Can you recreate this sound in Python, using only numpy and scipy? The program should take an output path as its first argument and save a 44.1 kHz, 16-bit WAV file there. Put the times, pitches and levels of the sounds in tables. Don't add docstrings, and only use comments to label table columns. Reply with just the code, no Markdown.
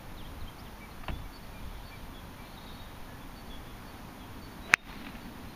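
import sys
import numpy as np
from scipy import signal
from scipy.fft import rfft, irfft, next_fast_len
from scipy.io import wavfile
from scipy.ndimage import minimum_filter1d, map_coordinates

SR = 44100
rng = np.random.default_rng(int(sys.argv[2]) if len(sys.argv) > 2 else 0)


def digitize_waveform(pressure):
    field = np.atleast_2d(pressure).T
    bounded = np.clip(field, -1, 1)
    quanta = np.round(bounded * 32767).astype(np.int16)
    wavfile.write(sys.argv[1], SR, quanta)


N = 244755
T = np.arange(N) / SR
STRIKE_S = 4.7388

# start_s, length_s, centre_hz, level_db of one note
TWITTER_PHRASES = [(1.62, .4, 3380, -64.5), (2.439, .41, 3980, -61.5), (4.88, .22, 4120, -61.5)]


def amp(db):
    return 10 ** (np.asarray(db) / 20)


def unit(x):
    return x / np.sqrt(np.mean(x ** 2) + 1e-20)


def wobble(rate, count=N):
    points = rng.standard_normal(int(count * rate / SR) + 4)
    return map_coordinates(points, [np.arange(count) * rate / SR])


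def filtered(x, response):
    m = next_fast_len(N + 8192)
    gain = response(np.fft.rfftfreq(m, 1 / SR))
    return irfft(rfft(x, m) * gain, m)[:N]


def noise(spectrum):
    f, db = np.transpose(spectrum)

    def response(hz):
        return amp(np.interp(np.log(hz + 1), np.log(f), db))

    return unit(filtered(rng.standard_normal(N), response))


def burst(start, attack, t60):
    age = np.maximum(T - start, 0)
    return (1 - np.exp(-age / attack)) * np.exp(-np.log(1000) * age / t60)


def swell(peak_s, rise_s, fall_s):
    return np.exp(-np.maximum((peak_s - T) / rise_s, (T - peak_s) / fall_s))


def tree_line(x, t60, build):
    tail = (rng.standard_normal(N) * burst(0, build, t60))[:2 * SR]
    return signal.fftconvolve(x, tail / np.linalg.norm(tail))[:N]


def microphone_hiss(level_db):
    # pitch_hz, relative level_db
    hiss_colour = [(1000, -5.5), (6500, -3.5), (7300, -5.5), (7900, -22.5), (8400, -4), (9000, 1),
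                   (12000, 1.5), (14500, 3), (15200, 0), (15600, -40)]
    return amp(level_db) * noise(hiss_colour)


def landscape(roar_db, drone_db, growth_db_per_s, nearest_s, trees_db):
    # pitch_hz, relative level_db
    roar_colour = [(40, -1), (80, 2), (120, 1), (190, .5), (270, -.5), (350, -9), (600, -17), (2000, -62)]
    tree_colour = [(100, -12.5), (350, -2), (550, -1.5), (900, 2), (1400, -3.5), (2200, -7.5),
                   (3500, -12.5), (5000, -17), (6800, -20.5), (7800, -37), (16000, -64)]
    drone_colour = [(130, -21), (200, -1), (275, 0), (340, -11), (520, -27), (1000, -60)]
    roar = amp(roar_db + 0.6 * wobble(5.97)) * noise(roar_colour)
    approach_db = -growth_db_per_s * np.abs(T - nearest_s)
    drone = amp(drone_db + approach_db + 0.6 * wobble(3.96)) * noise(drone_colour)
    trees = amp(trees_db + 0.28 * wobble(2.96)) * noise(tree_colour)
    return roar + drone + trees


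def buffet(breeze_db, gust_rise_s, gust_fall_s):
    # peak_s, level_db relative to the steady breeze
    gust_list = [(.25, 8), (1.14, 7), (1.29, 1), (1.6, -1), (1.74, 1), (2.11, -1), (2.78, -1), (3.48, -1)]
    # pitch_hz, relative level_db
    rumble_colour = [(8, -4.5), (25, 2), (60, -5.5), (110, -11), (200, -29), (500, -78)]
    strength = 1 + sum(amp(db) * swell(s, gust_rise_s, gust_fall_s) for s, db in gust_list)
    return amp(breeze_db) * strength * unit(noise(rumble_colour) * amp(2.2 * wobble(14)))


def chorus(steady_db, haze_db, spread):
    haze = 0
    for s, length, hz, db in TWITTER_PHRASES:
        middle = s + length / 2
        haze = haze + amp(db + haze_db) * np.exp(-((T - middle) / (spread * length)) ** 2)
    band = noise([(2600, -15), (3350, 2.5), (3900, -1.0), (4400, -4), (5000, -33)])
    return (amp(steady_db) + haze) * amp(1.5 * wobble(15)) * band


def note(start, length, start_hz, end_hz, db, flutter):
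    u = np.linspace(0, 1, int(length * SR))
    glide = start_hz + (end_hz - start_hz) * u
    pitch = glide * (1 + flutter * wobble(500, count=8192)[:len(u)])
    loudness = amp(db) * 2 * np.sqrt(u * (1 - u))
    tone = loudness * np.sin(2 * np.pi * np.cumsum(pitch) / SR)
    return np.pad(tone, (round(start * SR), N))[:N]


def twitter(notes_per_s, note_s, spread, glide, flutter):
    song = np.zeros(N)
    for s, length, hz, db in TWITTER_PHRASES:
        starts = np.arange(s, s + length, 1 / notes_per_s)
        for start, (late, height, slope) in zip(starts, rng.standard_normal((64, 3))):
            pitch = hz * (1 + spread * height)
            end_pitch = pitch * (1 + glide * slope)
            song += note(start + .008 * late, note_s, pitch, end_pitch, db, flutter)
    return song


def peeps(length_s, start_hz, hz_per_s, flutter):
    # start_s, level_db
    peep_list = [(1.04, -60.5), (1.325, -52.5), (1.852, -54), (3.357, -54.5), (3.86, -57), (4.415, -54),
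                 (5.209, -60)]
    end_hz = start_hz + hz_per_s * length_s
    return sum(note(s, length_s, start_hz, end_hz, db, flutter) for s, db in peep_list)


def whistles(flutter):
    # start_s, length_s, start_hz, rise_hz_per_s, level_db
    whistle_list = [(.807, .055, 2307, -300, -49.5), (1.105, 0.09, 3410, 1100, -53.5),
                    (1.238, .04, 2290, -400, -56.5), (1.535, 0.065, 2420, -900, -54),
                    (1.891, .065, 1700, 2000, -56), (1.905, 0.063, 2370, -1100, -50),
                    (2.377, 0.096, 2320, 200, -56.5), (2.789, .045, 3720, 1700, -52),
                    (3.08, .085, 1684, 800, -56.5), (3.207, .04, 3450, -1000, -58.5),
                    (4.618, .075, 3830, 2000, -53), (4.756, .064, 3710, -300, -45),
                    (4.824, .17, 3700, 100, -61), (4.89, .06, 4230, -700, -61),
                    (5.47, .063, 4110, 1201, -59)]
    return sum(note(s, length, hz, hz + rise * length, db, flutter)
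               for s, length, hz, rise, db in whistle_list)


def rasps(length_s, hz_per_s, flutter):
    # start_s, start_hz, level_db
    rasp_list = [(2.133, 3470, -52.5), (2.66, 3850, -52), (3.495, 3440, -49), (3.664, 3470, -59),
                 (4.19, 3440, -56)]
    return sum(note(s, length_s, hz, hz + hz_per_s * length_s, db, flutter) for s, hz, db in rasp_list)


def slurs(shortest_s, s_per_octave, flutter):
    # start_s, start_hz, end_hz, level_db
    slur_list = [(.170, 4300, 3300, -52), (.193, 3750, 2700, -51), (.245, 3250, 3050, -52),
                 (.254, 3100, 3680, -54), (.404, 4400, 3550, -52.5), (.473, 3010, 3350, -48),
                 (.582, 4150, 5650, -53.5), (.648, 4000, 2690, -54), (.908, 4100, 4400, -56),
                 (1.355, 4850, 5150, -59), (2.572, 3950, 3600, -50.5), (2.745, 4450, 4300, -56)]
    song = np.zeros(N)
    for s, hz, end_hz, db in slur_list:
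        length = shortest_s + s_per_octave * abs(np.log2(end_hz / hz))
        song += note(s, length, hz, end_hz, db, flutter)
    return song


def birds(echo_db, pure_flutter, slur_flutter):
    song = peeps(length_s=0.059, start_hz=4530, hz_per_s=-1400, flutter=pure_flutter)
    song += whistles(pure_flutter)
    song += rasps(length_s=0.074, hz_per_s=-2500, flutter=0.024)
    song += slurs(shortest_s=.018, s_per_octave=.028, flutter=slur_flutter)
    song += twitter(notes_per_s=46, note_s=.028, spread=0.0583, glide=0.0695, flutter=.01)
    return song + amp(echo_db) * tree_line(song, t60=0.76, build=0.013)


def turn(level_db, peak_s, rise_s, fall_s, grain_db):
    rub = noise([(300, -2), (900, 1), (2300, 1.0), (3800, -6.5), (5500, -16), (8000, -37)])
    slips = unit(rub * amp(grain_db * wobble(350)))
    return amp(level_db + 1.7 * wobble(40)) * swell(peak_s, rise_s, fall_s) * slips


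def touches(knock_db, soil_db, rustle_t60):
    # start_s, level_db of the rustle, thud_db relative to the rustle
    touch_list = [(1.035, -41.5, -22), (1.082, -30.5, -2.5), (1.099, -44, -1), (1.187, -48.5, 2.5),
                  (5.012, -44, -8)]
    # pitch_hz, relative level_db
    grass_colour = [(150, -20), (500, 0.5), (900, 4), (1600, 1), (2600, 0.5), (3600, -12), (6000, -33),
                    (10000, -49)]
    rustle = sum(amp(db) * burst(s, 0.00077, rustle_t60) for s, db, thud_db in touch_list)
    knock = sum(amp(db + thud_db + knock_db) * burst(s, 0.00076, 0.085) for s, db, thud_db in touch_list)
    thud = sum(amp(db + thud_db + soil_db) * burst(s, 0.0048, 0.31) for s, db, thud_db in touch_list)
    grass = unit(noise(grass_colour) * amp(2.4 * wobble(900)))
    turf = noise([(200, -29), (550, 7), (1000, 1), (1600, -11), (3500, -37)])
    soil = noise([(20, -6), (62, 3), (130, -6.0), (300, -16.5), (700, -38), (2000, -61)])
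    return rustle * grass + knock * turf + thud * soil


def crumbs(attack_s, t60, grain_db):
    # start_s, level_db
    crumb_list = [(5.046, -44), (5.064, -42), (5.086, -49), (5.119, -48), (5.150, -44.5)]
    # pitch_hz, relative level_db
    crumb_colour = [(200, -16), (600, -3), (1500, 0), (2500, 4), (3200, -5), (4200, -14), (8000, -35)]
    patter = sum(amp(db) * burst(s, attack_s, t60) for s, db in crumb_list)
    return patter * unit(noise(crumb_colour) * amp(grain_db * wobble(900)))


def divot(cut_db, spray_db, crack_db):
    # pitch_hz, relative level_db
    divot_colour = [(200, 7), (900, -16), (1600, -3), (2500, 8.5), (3500, -8), (6000, -12), (7500, -42),
                    (14000, -43)]
    grooves = noise([(2000, -14), (5000, 2), (9000, -7), (15500, 0)])
    scrape = amp(crack_db) * burst(STRIKE_S, .0003, 0.0095) * grooves
    cut = amp(cut_db) * burst(4.744, .0005, 0.045)
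    spray = amp(spray_db) * burst(4.75, 0.0042, 0.27)
    return scrape + (cut + spray) * unit(noise(divot_colour) * amp(2.3 * wobble(597)))


def swing(swish_db, whistle_db, whistle_hz, glide, downswing_s, follow_s):
    # pitch_hz, relative level_db
    swish_colour = [(150, -13), (400, 4), (700, -6), (1500, -1), (2500, -3), (3300, -8), (6000, -24),
                    (9000, -46)]
    speed = swell(STRIKE_S, downswing_s, follow_s)
    pitch = whistle_hz * speed ** glide * (1 + 0.035 * wobble(200))
    whistle = np.sin(2 * np.pi * np.cumsum(pitch) / SR)
    return speed ** 3 * (amp(swish_db) * noise(swish_colour) + amp(whistle_db) * whistle)


def strike(peak_db, contact_ms):
    # pitch_hz, relative level_db, t60_s
    ring_tones = [(1790, -6, 0.0031), (2420, 0.5, 0.003), (2490, -29, 0.024), (3380, -10.5, 0.01),
                  (5070, -9, .008), (6310, -11.5, 0.0071), (9050, -2, .004), (13800, -4, 0.0047)]
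    t = T[:SR // 10]
    force = np.abs(np.sin(np.pi * np.minimum(t * 1000 / contact_ms, 1))) ** 1.5
    ring = sum(amp(db) * np.exp(-np.log(1000) * t / t60) * np.cos(2 * np.pi * hz * t)
               for hz, db, t60 in ring_tones)
    force_change = np.gradient(np.pad(force, (1, 0)))
    click = -signal.fftconvolve(force_change, ring)
    start = round(STRIKE_S * SR)
    return amp(peak_db) * np.pad(click / np.abs(click).max(), (start, N))[:N]


def scene():
    click = strike(peak_db=24, contact_ms=0.492)
    echo = amp(-53) * tree_line(click, t60=2.7, build=0.031)
    club = swing(swish_db=-38.0, whistle_db=-39, whistle_hz=748, glide=.28, downswing_s=.11, follow_s=.1)
    turf = divot(cut_db=-16, spray_db=-44, crack_db=-12)
    turf += touches(knock_db=-6.0, soil_db=2, rustle_t60=0.052)
    turf += crumbs(attack_s=.0015, t60=0.072, grain_db=3.5)
    clothes = turn(level_db=-51.5, peak_s=4.87, rise_s=.13, fall_s=0.48, grain_db=3.0)
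    song = birds(echo_db=-7.5, pure_flutter=0.0033, slur_flutter=0.015)
    song += chorus(steady_db=-71.0, haze_db=-5, spread=.6)
    wind = buffet(breeze_db=-49.5, gust_rise_s=0.065, gust_fall_s=0.1)
    wind += landscape(roar_db=-50.5, drone_db=-49.0, growth_db_per_s=4.5, nearest_s=5.14, trees_db=-51.5)
    hiss = microphone_hiss(level_db=-62.5)
    return (click + echo + turf + club + clothes + wind + hiss + song)[None]


def limiter(x, threshold_db, release_db_per_s):
    over = np.maximum(20 * np.log10(np.abs(x) + 1e-9) - threshold_db, 0)
    over = -minimum_filter1d(-over, size=48)
    recovery = release_db_per_s * T
    cut = np.maximum.accumulate(over + recovery) - recovery
    return x * amp(-cut)


def record(dry):
    top_hz = 16500
    x = limiter(dry[0], threshold_db=5, release_db_per_s=125)
    x = x / (1 + x ** 8) ** (1 / 8)
    return filtered(x, lambda hz: hz < top_hz)[None]


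dry = scene()
out = record(dry)
digitize_waveform(out)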